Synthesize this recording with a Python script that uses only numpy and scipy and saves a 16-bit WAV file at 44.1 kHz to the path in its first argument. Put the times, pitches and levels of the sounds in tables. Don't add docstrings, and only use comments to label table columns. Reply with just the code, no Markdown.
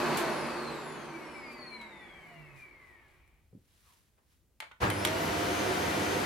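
import sys
import numpy as np
from scipy import signal
from scipy.fft import rfft, irfft
from scipy.io import wavfile

SR = 44100
rng = np.random.default_rng(int(sys.argv[2]) if len(sys.argv) > 2 else 0)


def dump_mix(stems):
    frames = np.atleast_2d(stems).T
    limited = np.clip(frames, -1, 1)
    pcm = np.round(limited * 32767).astype(np.int16)
    wavfile.write(sys.argv[1], SR, pcm)


N = 275625
T = np.arange(N) / SR
HZ = np.maximum(np.arange(N // 2 + 1) * SR / N, 1)
CUTOFF_HZ = 15900
SWITCH_OFF_S, SWITCH_ON_S = 0.1795, 4.801
FULL_SPEED_HZ, RESTART_SPEED_HZ = 710.7, 714.7
BLADES = 9

# [f/Hz, likeness 0-1]
FAR_LIKENESS = [(130, 0.7), (300, 0.87), (640, 0.73), (1400, 0.74), (3100, 0.7), (6800, 0.14), (15000, 0)]
NEAR_LIKENESS = [(110, 1), (200, 0.94), (380, 0.63), (700, 0.079), (1300, 0.01), (2400, 0.27), (4400, 0.66),
                 (8000, 0.003), (15000, 0.13)]


def from_db(db):
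    return 10 ** (np.asarray(db) / 20)


def rms_one(x):
    return x / np.sqrt(np.mean(x ** 2) + 1e-20)


def at_hz(points, hz=HZ):
    f, value = np.transpose(points)
    return np.interp(np.log(hz), np.log(f), value)


def peaks_db(modes, at=HZ):
    return sum(db / (1 + (2 * (at - hz) / width) ** 2) for hz, width, db in modes)


def colour(x, gain):
    return irfft(rfft(x) * gain, N)


def drift(rate_hz):
    return rms_one(colour(rng.standard_normal(N), 1 / (1 + (HZ / rate_hz) ** 2)))


def noise(spectrum_db, likeness):
    mid, side = rfft(rng.standard_normal((2, N)))
    alike = np.clip(at_hz(likeness), -.99, .99)
    both = np.sqrt(1 + alike) * mid + np.sqrt(1 - alike) * side * [[1], [-1]]
    return rms_one(irfft(both * from_db(spectrum_db), N))


def balance(x, left_minus_right):
    return colour(x, from_db(at_hz(left_minus_right) * [[.5], [-.5]]))


def fall(age, t60):
    return np.exp(-np.log(1000) * age / t60)


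def dying(start, t60, rise):
    age = np.maximum(T - start, 0)
    return (1 - np.exp(-age / rise)) * fall(age, t60)


def landing(x, wet_db, t60=.33):
    age = T[:SR // 2]
    walls = rng.standard_normal((2, len(age))) * fall(age, t60) * (age > .003)
    walls = signal.lfilter(*signal.butter(1, 6500, fs=SR), walls)
    walls *= from_db(wet_db) / np.sqrt(np.sum(walls ** 2, axis=1, keepdims=True))
    reflected = signal.fftconvolve(np.atleast_2d(x), walls, axes=1)[:, :N]
    return (x + reflected) / np.sqrt(1 + from_db(wet_db) ** 2)


def still_house():
    # [f/Hz, level/dB per Hz]
    house_air = [(25, -9.5), (60, 4.5), (120, -5.5), (250, -12.5), (500, -18), (900, -26), (4000, -31.5),
                 (11000, -30), (15000, -31)]
    return from_db(-70.5) * noise(at_hz(house_air), FAR_LIKENESS)


def footfall():
    # [t/s, level/dB, t60/s]
    contacts = [(3.528, -46, 0.074), (3.547, -50.5, 0.14), (3.574, -59.5, 0.17)]
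    # [f/Hz, level/dB per Hz]
    boards = [(40, -10), (110, 10.5), (220, 13), (330, 4), (520, -5.5), (900, -23), (2000, -50)]
    blows = sum(from_db(db) * dying(s, t60, rise=0.0018) for s, db, t60 in contacts)
    return blows * noise(at_hz(boards), NEAR_LIKENESS)


def tread():
    walking = np.clip((4.26 - T) / 1, 0, 1)
    # [f/Hz, level/dB per Hz]
    floor = [(12, -23.5), (30, 0.0), (55, 1), (100, -3.5), (250, -43.0), (1000, -68.5)]
    return from_db(-68.5) * walking * noise(at_hz(floor), FAR_LIKENESS)


def jeans():
    # [t/s of the peak, level/dB, swell or fade/s]
    strokes = [(1.53, -62, 0.018), (2.3, -70.5, 0.17), (2.6, -65, 0.049), (2.87, -75, 0.086),
               (3.12, -77, 0.07), (3.77, -72, 0.103), (3.91, -66.5, 0.11), (4.33, -73.5, 0.049)]
    # [f/Hz, level/dB per Hz]
    denim = [(650, -11.5), (1000, -3.5), (2000, -2), (4000, -4), (7000, -7.5), (11000, -5.5),
             (15000, -14.5)]
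    power = sum((from_db(db) / (1 + ((T - s) / swell) ** 2)) ** 2 for s, db, swell in strokes)
    grain = from_db(1.3 * drift(70))
    return np.sqrt(power) * grain * noise(at_hz(denim), NEAR_LIKENESS)


def scuff():
    peak_s, swell_s, level_db = 3.895, 0.045, -70
    centre_hz, width_hz, fall_hz_per_s = 1060, 260, 3300
    phase = 2 * np.pi * np.cumsum(centre_hz - fall_hz_per_s * (T - peak_s)) / SR
    band = drift(width_hz / 2) * np.sin(phase) + drift(width_hz / 2) * np.cos(phase)
    stroke = np.exp(-((T - peak_s) / swell_s) ** 2)
    return landing(from_db(level_db) * stroke * band, wet_db=-6)


def clicks(rows, modes):
    # [f/Hz, level/dB per Hz]
    shell = [(100, -39.5), (400, -9), (900, 1.5), (2200, 8.5), (3600, 6), (5500, -4.5), (7500, -1.5),
             (12000, -4.5), (16000, -21)]
    tilt_from_hz, strike_spread_db = 700, 2.5
    octaves_up = np.log2(np.maximum(HZ, tilt_from_hz) / tilt_from_hz)
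    age = T[:SR // 5]
    out = 0
    for s, db, tilt_db, t60, ring_db in rows:
        snap = dying(s, t60, rise=0.00023) * noise(at_hz(shell) + tilt_db * octaves_up, NEAR_LIKENESS)
        first = int(s * SR)
        for hz, mode_db, mode_t60 in modes:
            phase = 2 * np.pi * (hz * age + rng.random() + rng.random((2, 1)) / 2)
            strike = from_db(ring_db + mode_db + strike_spread_db * rng.standard_normal())
            snap[:, first:first + len(age)] += strike * fall(age, mode_t60) * np.sin(phase)
        out = out + from_db(db) * snap
    return landing(out, wet_db=-8.5, t60=0.28)


def switch():
    # [t/s, level/dB, treble tilt/dB per octave, t60/s, ring/dB re snap]
    snaps = [(0.171, -33.5, 5, 0.19, -28), (1.812, -54, 0, 0.11, -23), (3.276, -70, 6, 0.045, -27),
             (4.179, -67.5, -12, 0.14, -22), (4.6025, -31.5, -1.5, 0.027, -14),
             (4.607, -44, -6, 0.028, -17), (4.622, -41.5, -8, 0.082, -15), (4.901, -28.5, 4, 0.03, -8.5),
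             (5.05, -16.5, 1, 0.022, -27), (5.072, -26.5, -1.5, .03, -13), (5.998, -33, 2, .02, -31.5)]
    releases = [(4.713, -50, -7, 0.03, -13), (4.717, -47, -5.5, 0.021, -8)]
    # [f/Hz, level/dB, t60/s]
    shell_modes = [(673, -15, 0.2), (883, -4, 0.17), (1230, -14, .09), (1642, -9, .24), (1798, -8, 0.14),
                   (2099, 1, 0.13), (2272, -5, 0.17), (2466, -11, 0.16), (3058, -8, 0.14),
                   (3200, -10, 0.12), (3750, -14, 0.08), (4167, -17, 0.12)]
    button_modes = [(1023, -9, .2), (1250, -3, .05), (1357, -5, .12), (1480, 0, .17), (2030, -4, .08),
                    (2207, -7, .15), (3100, -1, .04), (3650, -6, .035)]
    return clicks(snaps, shell_modes) + clicks(releases, button_modes)


def coast_speed():
    drag_balance_hz, coast_s = 224.7, 3.3287
    angle = np.arctan(FULL_SPEED_HZ / drag_balance_hz) - np.maximum(T - SWITCH_OFF_S, 0) / coast_s
    return np.maximum(drag_balance_hz * np.tan(angle), 50)


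def start_speed():
    # [share of full speed, time constant/s]
    stages = [(.44, .038), (.52, .175), (.04, .38)]
    age = np.maximum(T - SWITCH_ON_S, 0)
    missing = sum(share * np.exp(-age / s) for share, s in stages)
    return np.maximum(RESTART_SPEED_HZ * (1 - missing), 50)


def by_speed(law, shaft_hz):
    db, loss_db = law
    return from_db(db + loss_db * np.log2(shaft_hz / FULL_SPEED_HZ))


def turning(shaft_hz, wobble):
    return np.cumsum(shaft_hz * (1 + wobble * drift(25))) / SR


def overtone(turns, shaft_hz, k):
    in_range = np.clip((CUTOFF_HZ - k * shaft_hz) / 2000, 0, 1)
    return np.sqrt(2) * np.sin(2 * np.pi * k * turns) * in_range


def airflow(shaft_hz, levels, spectrum, ducts, likeness, surge=0):
    air = noise(at_hz(spectrum) + peaks_db(ducts), likeness)
    low = 1 / (1 + (HZ / 220) ** 6)
    high = 1 / (1 + (2500 / HZ) ** 6)
    parts = {"rush": 1 - low - high, "rumble": low, "hiss": high}
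    out = 0
    for name, part in parts.items():
        gain = by_speed(levels[name], shaft_hz) + surge * from_db(levels[name][0])
        out = out + gain * rms_one(colour(air, part))
    return out


def rotor(turns, shaft_hz, levels, wet_db, low_wet_db, scrape):
    # [f/Hz, width/Hz, level/dB]
    housing_modes = [(1124, 120, -14), (1722, 120, -10), (1925, 60, -3), (2022, 40, 0.5), (2193, 120, 2.5),
                     (2302, 51, 0.5), (2430, 89, -16), (2615, 120, -14.5), (2975, 170, -15.5)]
    # [f/Hz, level/dB per Hz]
    brush_colour = [(400, -30), (800, -4.5), (1150, -11.5), (1600, -12.5), (2050, -4), (2300, 0.5),
                    (2600, -9), (3200, -13), (6000, -30.5)]
    # [f/Hz, width/Hz, lift/dB]
    body = [(137.8, 7.6, 16), (152, 15, 19.5), (225, 95, 7), (330, 19, 11.5), (638, 52, 8)]
    bearing_seat = [(687, 52, 19.5), (960, 340, 23)]
    # [multiple of shaft speed, level/dB]
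    knock_overtones = [(3, -15), (6, -10), (7, 2), (8, 6.5), (9, -10), (10, 8), (11, 1), (12, 1), (13, 3),
                       (14, -2), (15, 0), (16, -4), (17, -4), (20, -12), (21, -12), (22, -4), (24, -12),
                       (33, -14)]
    bearing_order = 4.35

    def through(modes, k):
        return from_db(peaks_db(modes, k * shaft_hz)) * overtone(turns, shaft_hz, k)

    level = {name: by_speed(law, shaft_hz) for name, law in levels.items()}
    flares = [from_db(1.5 * drift(14)) for _ in range(5)]
    knocks = sum(from_db(at_hz(knock_overtones, k)) * flares[k % 5] * overtone(turns, shaft_hz, k)
                 for k in range(3, 34))
    knocks = rms_one(knocks * np.sqrt(shaft_hz))
    ringing = sum(from_db(db) / (1 + (2 * (HZ - hz) / width) ** 2) for hz, width, db in housing_modes)
    rubbing = rms_one(colour(rng.standard_normal(N), from_db(at_hz(brush_colour))))
    brushes = scrape * np.sqrt(FULL_SPEED_HZ / shaft_hz) * rubbing
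    housing = level["housing"] * from_db(-6.0) * (rms_one(colour(knocks, ringing)) + brushes)
    unbalance = level["unbalance"] * through(body, 1)
    bearing = level["bearing"] * through(bearing_seat, bearing_order)
    return landing(housing, wet_db, t60=0.25) + landing(unbalance + bearing, low_wet_db)


def whine(turns, shaft_hz, gains, flutter_db, flutter_hz, lag_s):
    at_ears = turns - shaft_hz * lag_s * np.array([[1], [0]])
    partials = 0
    for k, gain in enumerate(gains, 1):
        flutter = from_db(flutter_db * drift(flutter_hz))
        partials = partials + gain * flutter * overtone(at_ears, shaft_hz, BLADES * k)
    return partials / (1 + (97 / shaft_hz) ** 16)


def coasting():
    # [f/Hz, level/dB per Hz]
    far_air = [(30, -27.5), (60, -11.5), (110, -14), (170, -5.5), (350, -2), (600, -5), (1100, -6),
               (1800, -9), (2600, -11), (4500, -18), (7000, -17), (11500, -21), (15000, -39.5)]
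    # [f/Hz, width/Hz, lift/dB]
    far_ducts = [(148.4, 15, 14), (234.2, 7.5, 12), (353.4, 45, 8.5), (442, 25, 1), (600.4, 26, 5.5),
                 (908, 44, 3), (1080, 420, 3.5), (1540, 11, 10.5), (2570, 58, 6.5), (4410, 1200, 10.5)]
    # [f/Hz, difference/dB]
    far_balance = [(60, -0.5), (150, -2.5), (380, -1), (950, -2), (2380, 2.5), (5980, 2.5), (15000, -2)]
    # [level/dB at full speed, dB lost per halving]
    far_whine = [(-62, 7), (-69.5, -0.5), (-73.5, 2.5), (-79, 1.5), (-77.5, 5), (-83, 6)]
    # [f/Hz, width/Hz, lift/dB]
    fan_case = [(1970, 260, 5), (2360, 180, 13), (2620, 76, -5), (3000, 140, -9), (3700, 130, -2),
                (4270, 800, 14), (5800, 600, -5), (8000, 1600, 3.5), (10700, 1700, 15.5), (12820, 150, 10),
                (14600, 2800, -11)]
    far_levels = {"rush": (-30.5, 13.18), "rumble": (-45.5, 11.3), "hiss": (-44, 15.36),
                  "unbalance": (-45.5, 13.1), "bearing": (-69, 6.6), "housing": (-51, 2.34)}
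    shaft_hz = coast_speed()
    turns = turning(shaft_hz, wobble=.0009)
    air = airflow(shaft_hz, far_levels, far_air, far_ducts, FAR_LIKENESS)
    motor = rotor(turns, shaft_hz, far_levels, wet_db=-5.5, low_wet_db=-9.5, scrape=0.19)
    gains = []
    for k, law in enumerate(far_whine, 1):
        partial_hz = BLADES * k * shaft_hz
        gain = by_speed(law, shaft_hz) * from_db(peaks_db(fan_case, partial_hz))
        if k >= 3:
            gain = gain / (1 + (6200 / partial_hz) ** 6)
        gains.append(gain)
    blades = whine(turns, shaft_hz, gains, flutter_db=2.2, flutter_hz=35, lag_s=1.2e-5)
    blades = landing(blades, wet_db=-1.5, t60=.28)
    to_rest = np.clip((3.58 - T) / 0.56, 0, 1)
    return balance(air + motor + blades, far_balance) * to_rest


def starting():
    # [f/Hz, level/dB per Hz]
    near_air = [(30, -29.5), (55, -4), (90, -4.5), (200, -2.5), (350, -4), (600, -5), (1100, -7.5),
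                (2000, -10.5), (3200, -11), (5000, -13.5), (7500, -18.5), (11500, -20.5), (15000, -31)]
    # [f/Hz, width/Hz, lift/dB]
    near_ducts = [(80.5, 15, 11), (155.4, 24, 10.4), (195.4, 14, 6.5), (315, 21.6, 6.1), (370, 54, 6.7),
                  (509.3, 22, 9.8), (694, 55, 4.3), (936, 29, 7.1), (1430, 250, 3.2), (1980, 160, 4.1),
                  (2360, 51, 5.6), (2890, 59, 1.6)]
    # [f/Hz, difference/dB]
    near_balance = [(35, -2), (80, -3), (130, 3), (290, -3.5), (640, -1), (1410, 1.5), (3100, 2.5),
                    (6820, 1.5), (15000, -1)]
    # [t/s, blade tone level/dB, its octave's level/dB]
    near_whine = [(4.82, -68, -68), (4.885, -66, -52), (4.91, -66, -60), (4.945, -61, -51.5),
                  (5.06, -48.5, -54), (5.13, -63, -58), (5.23, -65, -48.5), (5.32, -54, -53),
                  (5.47, -55, -64), (5.59, -49.5, -58), (5.7, -56, -55), (5.79, -56, -52), (5.93, -58, -57),
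                  (6.1, -52, -56), (6.22, -58, -55)]
    near_levels = {"rush": (-31.5, 12.4), "rumble": (-45, 3), "hiss": (-41.5, 17), "unbalance": (-46.5, 5),
                   "bearing": (-55, 9.9), "housing": (-57.5, 6)}
    # [f/Hz, level/dB]
    mains_hum = [(100, -48.5), (200, -57.5), (300, -52), (400, -81)]
    # [f/Hz, level/dB per Hz]
    rattle_colour = [(200, 0.5), (900, 7.0), (1700, 2), (2600, -7), (9000, -30)]
    shaft_hz = start_speed()
    surge = from_db(7.5) * dying(SWITCH_ON_S, t60=0.21, rise=0.00092)
    air = airflow(shaft_hz, near_levels, near_air, near_ducts, NEAR_LIKENESS, surge)
    turns = turning(shaft_hz, wobble=0.00092)
    motor = rotor(turns, shaft_hz, near_levels, wet_db=-7, low_wet_db=-14.0, scrape=1.4)
    times, *whine_db = np.transpose(near_whine)
    gains = [from_db(np.interp(T, times, db)) for db in whine_db]
    blades = whine(turns, shaft_hz, gains, flutter_db=2, flutter_hz=30, lag_s=2.7e-5)
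    inrush = 1 + 4 * dying(SWITCH_ON_S, t60=1.0, rise=0.04)
    hum = inrush * sum(from_db(db) * np.sqrt(2) * np.sin(2 * np.pi * (hz * T + rng.random()))
                       for hz, db in mains_hum)
    torque = 1 + 0.27 * np.sin(2 * np.pi * mains_hum[0][0] * T)
    rattle = from_db(-22.0) * dying(4.813, t60=0.42, rise=0.0063) * torque
    rattle = rattle * noise(at_hz(rattle_colour), NEAR_LIKENESS)
    jolt = from_db(-25) * dying(4.829, t60=0.26, rise=0.0015) * np.sin(2 * np.pi * 112 * T)
    powered = np.clip((T - SWITCH_ON_S) / 0.038, 0, 1)
    return balance((air + motor + blades + hum + rattle + jolt) * powered, near_balance)


def scene():
    walker = footfall() + tread() + jeans()
    machine = coasting() + starting()
    return still_house() + walker + scuff() + switch() + machine


def record(dry):
    dry = signal.sosfilt(signal.butter(2, 31, "high", fs=SR, output="sos"), dry)
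    return signal.sosfilt(signal.ellip(10, .1, 80, CUTOFF_HZ, fs=SR, output="sos"), dry)


dry = scene()
out = record(dry)
dump_mix(out)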